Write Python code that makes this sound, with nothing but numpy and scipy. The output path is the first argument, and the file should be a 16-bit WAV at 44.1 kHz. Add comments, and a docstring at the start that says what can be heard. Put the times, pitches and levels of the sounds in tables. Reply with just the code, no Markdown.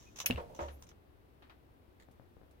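"""A lizard tugs a morsel from steel tweezers in a wooden enclosure. Over quiet room noise, steel and
claws scrape, with a faint squeak; a foot knocks the wall and the tips snap shut. The animal drops
back with a thump and clinks its dish; the box booms as feet knock and the flank drags on the wall.
Then bark chips rustle amid thin squeaks, and last come soft taps, jaw clicks and light brushes."""
import sys
import numpy as np
from scipy import signal
from scipy.fft import rfft, irfft
from scipy.io import wavfile

SR = 44100
rng = np.random.default_rng(int(sys.argv[2]) if len(sys.argv) > 2 else 0)


def int16_out(signal):
    """Quantize to a 16-bit WAV file."""
    q = np.round(np.clip(np.atleast_2d(signal).T, -1, 1) * 32767)
    wavfile.write(sys.argv[1], SR, q.astype(np.int16))


N = 114660

# Levels are relative, before each source's gain; t60 is the time to decay by 60 dB.
# left-right coherence of diffuse sound (f/Hz, correlation)
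COHERENCE = [(45, .4), (130, .85), (290, .45), (640, -.1), (1300, -.45), (2600, 0)]
# noise spectra of the sources (f/Hz, density level/dB)
ROOM_SPECTRUM = [(20, -18), (66, 0), (183, -17), (289, -8), (567, -16), (3720, -35), (7100, -47.5),
                 (13200, -40)]
RUMBLE_SPECTRUM = [(70, -1), (700, -18.5), (8000, -42)]
SCRAPE_SPECTRUM = [(300, -19), (1000, -0.5), (1500, -10.5), (3600, -5), (4700, -14), (5900, 1),
                   (7100, -4.5), (8300, -19.5), (16000, -18)]
KNOCK_SPECTRUM = [(80, -13), (550, 1.5), (1250, -3), (1650, -9), (2800, -16), (12000, -44.5)]
SNAP_SPECTRUM = [(500, -21.5), (2800, 4.5), (4000, -7.5), (5800, -5), (8700, -11), (9500, -1.5),
                 (11700, -3.5), (12900, 0.5), (16000, -3.5)]
THUMP_SPECTRUM = [(60, -12.5), (330, -1), (700, -1.5), (1200, -21.5), (2700, -16), (6000, -49.5)]
CLINK_SPECTRUM = [(500, -5.5), (2800, 3.5), (3700, -1.5), (4400, -9.5), (15000, -32.5)]
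SLIDE_SPECTRUM = [(300, -11), (520, 11), (950, 1.5), (1400, -30)]
BARK_SPECTRUM = [(300, 0), (1200, 10.5), (4000, -2), (7000, -23.5)]
JAW_SPECTRUM = [(1200, -3.5), (1900, 4), (2700, -11.5), (4000, -4.5), (5500, -17), (7300, -7.5),
                (8500, -20)]
# envelope of the movement's rumble (t/s, level/dB)
RUMBLE_ENVELOPE = [(.25, -63), (.335, -45), (.44, -55.5), (.93, -63.5), (1.02, -72), (2.6, -69)]
# decaying bursts (t/s, level/dB, t60/s)
TIP_SCRAPES = [(0, -62, .7), (.159, -49.5, .16), (.186, -39.5, .04), (.201, -37, 0.07), (.5485, -53, .04),
               (.563, -59, .12), (.604, -58, .4), (.8236, -50, .03), (.868, -60, .045), (.890, -51.5, .035)]
BOX_BOOMS = [(0.343, -35, 0.22), (0.611, -38.5, 0.32), (.66, -52.5, 2.3)]
FLANK_SLIDES = [(0.399, -50, 0.22), (0.487, -55, 1), (.625, -54, 0.3)]
BARK_RUSTLES = [(.683, -50.5, 0.14), (.914, -58, 0.032), (1.421, -58.5, 0.23), (1.496, -57.5, 0.17)]
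JAW_CLICKS = [(1.998, -56, 0.073), (2.021, -61.5, 0.082)]
DRY_BRUSHES = [(2.111, -70, 0.13), (2.509, -69, 0.093)]
# thin squeaks (t/s, duration/s, f/Hz, level/dB)
THIN_SQUEAKS = [(.055, .05, 2520, -63), (.70, .065, 10200, -70), (.71, .075, 12800, -70),
                (.78, .07, 14600, -72), (.795, .075, 9100, -73)]
# impacts (t/s, level/dB)
WALL_KNOCKS = [(.240, -51), (.3762, -39.5), (.397, -51), (.590, -38.5), (.6045, -46), (.621, -49),
               (.636, -52)]
TIP_CONTACTS = [(.2590, -26), (.2603, -27), (.2631, -35), (.2650, -33)]
BODY_THUMPS = [(.3005, -23.5)]
DISH_CLINKS = [(.3085, -29), (.3245, -48.5), (.3595, -46.5), (.3725, -52)]
# normal modes of the wall (f/Hz, level/dB)
WALL_MODES = [(179, -10.5), (345, -7), (471, -5), (502, -6), (563, -3.5), (598, -1), (701, -4), (932, 1),
              (1088, -5)]
# normal modes of the other struck bodies (f/Hz, level/dB, t60/s)
STEEL_MODES = [(2580, -1, 0.052), (4370, -16.5, 0.1), (5500, -14, 0.12), (6200, 4.5, 0.02),
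               (6750, -16, 0.061), (8960, -15, 0.079), (10190, -19.5, 0.11), (12900, -4.5, 0.061)]
BOX_FLOOR_MODES = [(112.7, -14, 0.25), (184.5, -15.5, 0.2), (248.6, -0.5, 0.098), (470, -5.5, 0.035)]
DISH_MODES = [(2697, 6, 0.026), (2810, -1.5, 0.063), (2850, -10, 0.11)]
SOFT_TAP_MODES = [(134, -5.5, 0.042), (258, -3.5, 0.018), (597, 5, 0.0051), (1310, -5, 0.0028)]
# stereo balance of the snap (f/Hz, left minus right level/dB)
SNAP_SIDES = [(1300, 3.5), (3000, 4.5), (5000, -2.5), (9500, -8.5), (12800, 3.5)]
# soft close taps (t/s, level/dB, frequency ratio)
SOFT_TAPS = [(1.691, -58, 1.2), (2.0868, -51.5, 1.04), (2.1975, -49, .95), (2.368, -53, 0.67),
             (2.415, -54.5, 0.69), (2.434, -56, 1)]


def undb(db):
    """Amplitude grows tenfold for every 20 dB."""
    return 10 ** (np.asarray(db) / 20)


def times():
    """Uniform sampling: the time of every sample, t/s."""
    return np.arange(N) / SR


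def pan(db):
    """Level difference gives direction: two gains, the left higher by db."""
    return undb(np.array([[db], [-db]]) / 2)


def over_hz(points):
    """Interpolation on a log-frequency axis gives a table's value at every FFT bin."""
    hz, value = np.array(points, float).T
    return np.interp(np.log(np.fft.rfftfreq(N, 1 / SR) + 1e-9), np.log(hz), value)


def noise(spectrum):
    """A diffuse field: partly coherent stereo noise of unit RMS with the given spectrum."""
    alike = over_hz(COHERENCE)
    mid, side = rfft(rng.standard_normal((2, N))) * np.sqrt([1 + alike, 1 - alike])
    field = irfft(np.array([mid + side, mid - side]) * undb(over_hz(spectrum)), N)
    return field / field.std()


def flutter(rate_hz):
    """Random modulation: Gaussian values joined by straight lines."""
    return np.interp(times() * rate_hz, np.arange(N), rng.standard_normal(N))


def fade(start, t60, rise):
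    """Damping: exponential decay after a linear rise; times in seconds."""
    age = np.maximum(times() - start, 0)
    return np.minimum(age / rise, 1) * np.exp(-np.log(1000) * np.maximum(age - rise, 0) / t60)


def bursts(rows, rise):
    """Superposition of decaying envelopes, one for each row."""
    return sum(undb(db) * fade(start, t60, rise) for start, db, t60 in rows)


def crackle(rows, spectrum, rise, grain_db, grain_hz):
    """Tiny uneven slips modulate the amplitude of noise bursts."""
    grains = undb(grain_db * flutter(grain_hz))
    grains /= np.sqrt(np.mean(grains ** 2))
    return noise(spectrum) * grains * bursts(rows, rise)


def impact_noise(hits, spectrum, rise, t60, tail_db, tail_t60):
    """A brief blow is broadband: a noise burst with a reverberant tail."""
    envelope = sum(undb(db) * (fade(start, t60, rise) + undb(tail_db) * fade(start, tail_t60, rise))
                   for start, db in hits)
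    return noise(spectrum) * envelope


def ring(hits, modes, rise, lag=0):
    """Free vibration: each blow excites damped modes, heard lag seconds later on the left."""
    t = times()
    out = np.zeros((2, N))
    for start, db in hits:
        span = (t >= start) & (t < start + 1)
        age = np.maximum(t[span] - start - np.array([[lag], [0]]), 0)
        for hz, mode_db, t60 in modes:
            envelope = np.minimum(age / rise, 1) * np.exp(-np.log(1000) * age / t60)
            out[:, span] += undb(db + mode_db) * envelope * np.sin(2 * np.pi * hz * age)
    return out


def enclosure(direct, wet_db, t60):
    """Reverberation: convolution adds the short, dense reflections of the box."""
    echo = rng.standard_normal((2, N)) * fade(0.006, t60, rise=0.006)
    echo /= np.sqrt(np.sum(echo ** 2, axis=1, keepdims=True))
    return direct + undb(wet_db) * signal.fftconvolve(direct, echo, axes=1)[:, :N]


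def room():
    """Diffuse background: steady noise and a low rumble that follows the movement."""
    air = undb(-63) * noise(ROOM_SPECTRUM) * pan(3.4)
    rumble_db = np.interp(times(), *np.array(RUMBLE_ENVELOPE).T)
    return air + undb(rumble_db) * noise(RUMBLE_SPECTRUM)


def scrapes():
    """Stick-slip friction: steel and claws scrape and tick."""
    slips = crackle(TIP_SCRAPES, SCRAPE_SPECTRUM, rise=0.00061, grain_db=2.5, grain_hz=340)
    return enclosure(slips, wet_db=-5.5, t60=0.053)


def squeaks():
    """Frequency modulation: faint tones arch in pitch, and fast jitter makes them rasp."""
    out = np.zeros((2, N))
    for start, duration, hz, db in THIN_SQUEAKS:
        arch = np.sin(np.pi * np.clip((times() - start) / duration, 0, 1))
        pitch = hz * (1 + .03 * (arch - 1) + .03 * flutter(rate_hz=1600))
        out += undb(db) * arch * np.sin(2 * np.pi * np.cumsum(pitch) / SR)
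    return out


def wall_knocks():
    """Modal excitation depends on the spot struck: each footfall rings its own mix, and scuffs."""
    detune, scatter_db = .006, 1.5
    lowest_hz, lowest_t60 = WALL_MODES[0][0], .42  # higher modes die sooner
    wood = 0
    for knock in WALL_KNOCKS:
        spot = rng.standard_normal((len(WALL_MODES), 2))
        modes = [(hz * (1 + detune * shift), db + scatter_db * boost, lowest_t60 * np.sqrt(lowest_hz / hz))
                 for (hz, db), (shift, boost) in zip(WALL_MODES, spot)]
        wood += ring([knock], modes, rise=0.0016, lag=0.00035)
    scuff = impact_noise(WALL_KNOCKS, KNOCK_SPECTRUM, rise=0.0016, t60=0.089, tail_db=-13, tail_t60=0.34)
    return enclosure(undb(-2) * wood, wet_db=-10, t60=.2) + undb(-2.5) * scuff


def tweezer_snap():
    """Rebound: the tips chatter together, and the second contact excites the steel's modes."""
    steel = ring([(TIP_CONTACTS[1][0], -25.5)], STEEL_MODES, rise=0.00014, lag=.0006)
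    clap = impact_noise(TIP_CONTACTS, SNAP_SPECTRUM, rise=0.00012, t60=0.021, tail_db=-9.5, tail_t60=.14)
    balance_db = over_hz(SNAP_SIDES)
    side_gains = undb(np.array([balance_db, -balance_db]) / 2)
    return irfft(rfft(steel + undb(-6.5) * clap) * side_gains, N)


def landing():
    """Impact excitation: the falling body sets off the floor's low modes."""
    floor = ring(BODY_THUMPS, BOX_FLOOR_MODES, rise=0.0013, lag=0.00032)
    thud = impact_noise(BODY_THUMPS, THUMP_SPECTRUM, rise=0.00073, t60=0.047, tail_db=-13, tail_t60=0.28)
    return floor + undb(-7.5) * thud


def dish():
    """Repeated impacts: the jolted dish rattles, ringing its closely spaced modes."""
    tone = ring(DISH_CLINKS, DISH_MODES, rise=0.00072)
    clicks = impact_noise(DISH_CLINKS, CLINK_SPECTRUM, rise=0.00073, t60=0.0075,
                          tail_db=-14.5, tail_t60=0.14)
    return undb(-4) * tone + undb(-1) * clicks


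def boom():
    """Resonance: the box flexes in one low mode under the shifting weight until it is damped."""
    mode_hz, ramp_s, stop_s = 71.3, 0.011, 0.99
    undamped = np.clip((stop_s - times()) / ramp_s, 0, 1)
    return undamped * bursts(BOX_BOOMS, rise=ramp_s) * np.sin(2 * np.pi * mode_hz * times())


def flank_slide():
    """Sliding friction: the flank drags a band of noise from the wall."""
    return noise(SLIDE_SPECTRUM) * bursts(FLANK_SLIDES, rise=0.015)


def bark_chips():
    """Granular friction: the small slips of shifting chips merge into a rustle."""
    return crackle(BARK_RUSTLES, BARK_SPECTRUM, rise=0.0015, grain_db=0.5, grain_hz=840)


def soft_taps():
    """Heavily damped modes at constant Q: a higher tap dies sooner."""
    taps = sum(ring([(start, db)], np.array(SOFT_TAP_MODES) * [ratio, 1, 1 / ratio], rise=0.00043)
               for start, db, ratio in SOFT_TAPS)
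    return enclosure(taps, wet_db=-5.5, t60=0.29)


def jaws():
    """Deep amplitude modulation gives the clicks of the jaws their wet grain."""
    return crackle(JAW_CLICKS, JAW_SPECTRUM, rise=0.0019, grain_db=4.5, grain_hz=390)


def brushes():
    """Decaying white noise is heard as light, dry brushing."""
    return rng.standard_normal((2, N)) * bursts(DRY_BRUSHES, rise=0.0018)


def scene():
    """Superposition: the sources add in the left and right channels."""
    tug = room() + scrapes() + squeaks() + tweezer_snap()
    panels = (wall_knocks() + boom() + flank_slide()) * pan(-1.7)
    fall = landing() + dish() * pan(4)
    settling = bark_chips() * pan(4.6) + soft_taps() * pan(16.2) + jaws() + brushes()
    return tug + panels + fall + settling


def record(dry):
    """Band limiting: filters remove the deepest bass and the highest treble."""
    highpass = signal.butter(2, 22, "high", fs=SR, output="sos")
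    lowpass = signal.ellip(10, .2, 80, 15900, fs=SR, output="sos")
    return signal.sosfilt(lowpass, signal.sosfilt(highpass, dry))


dry = scene()
out = record(dry)
int16_out(out)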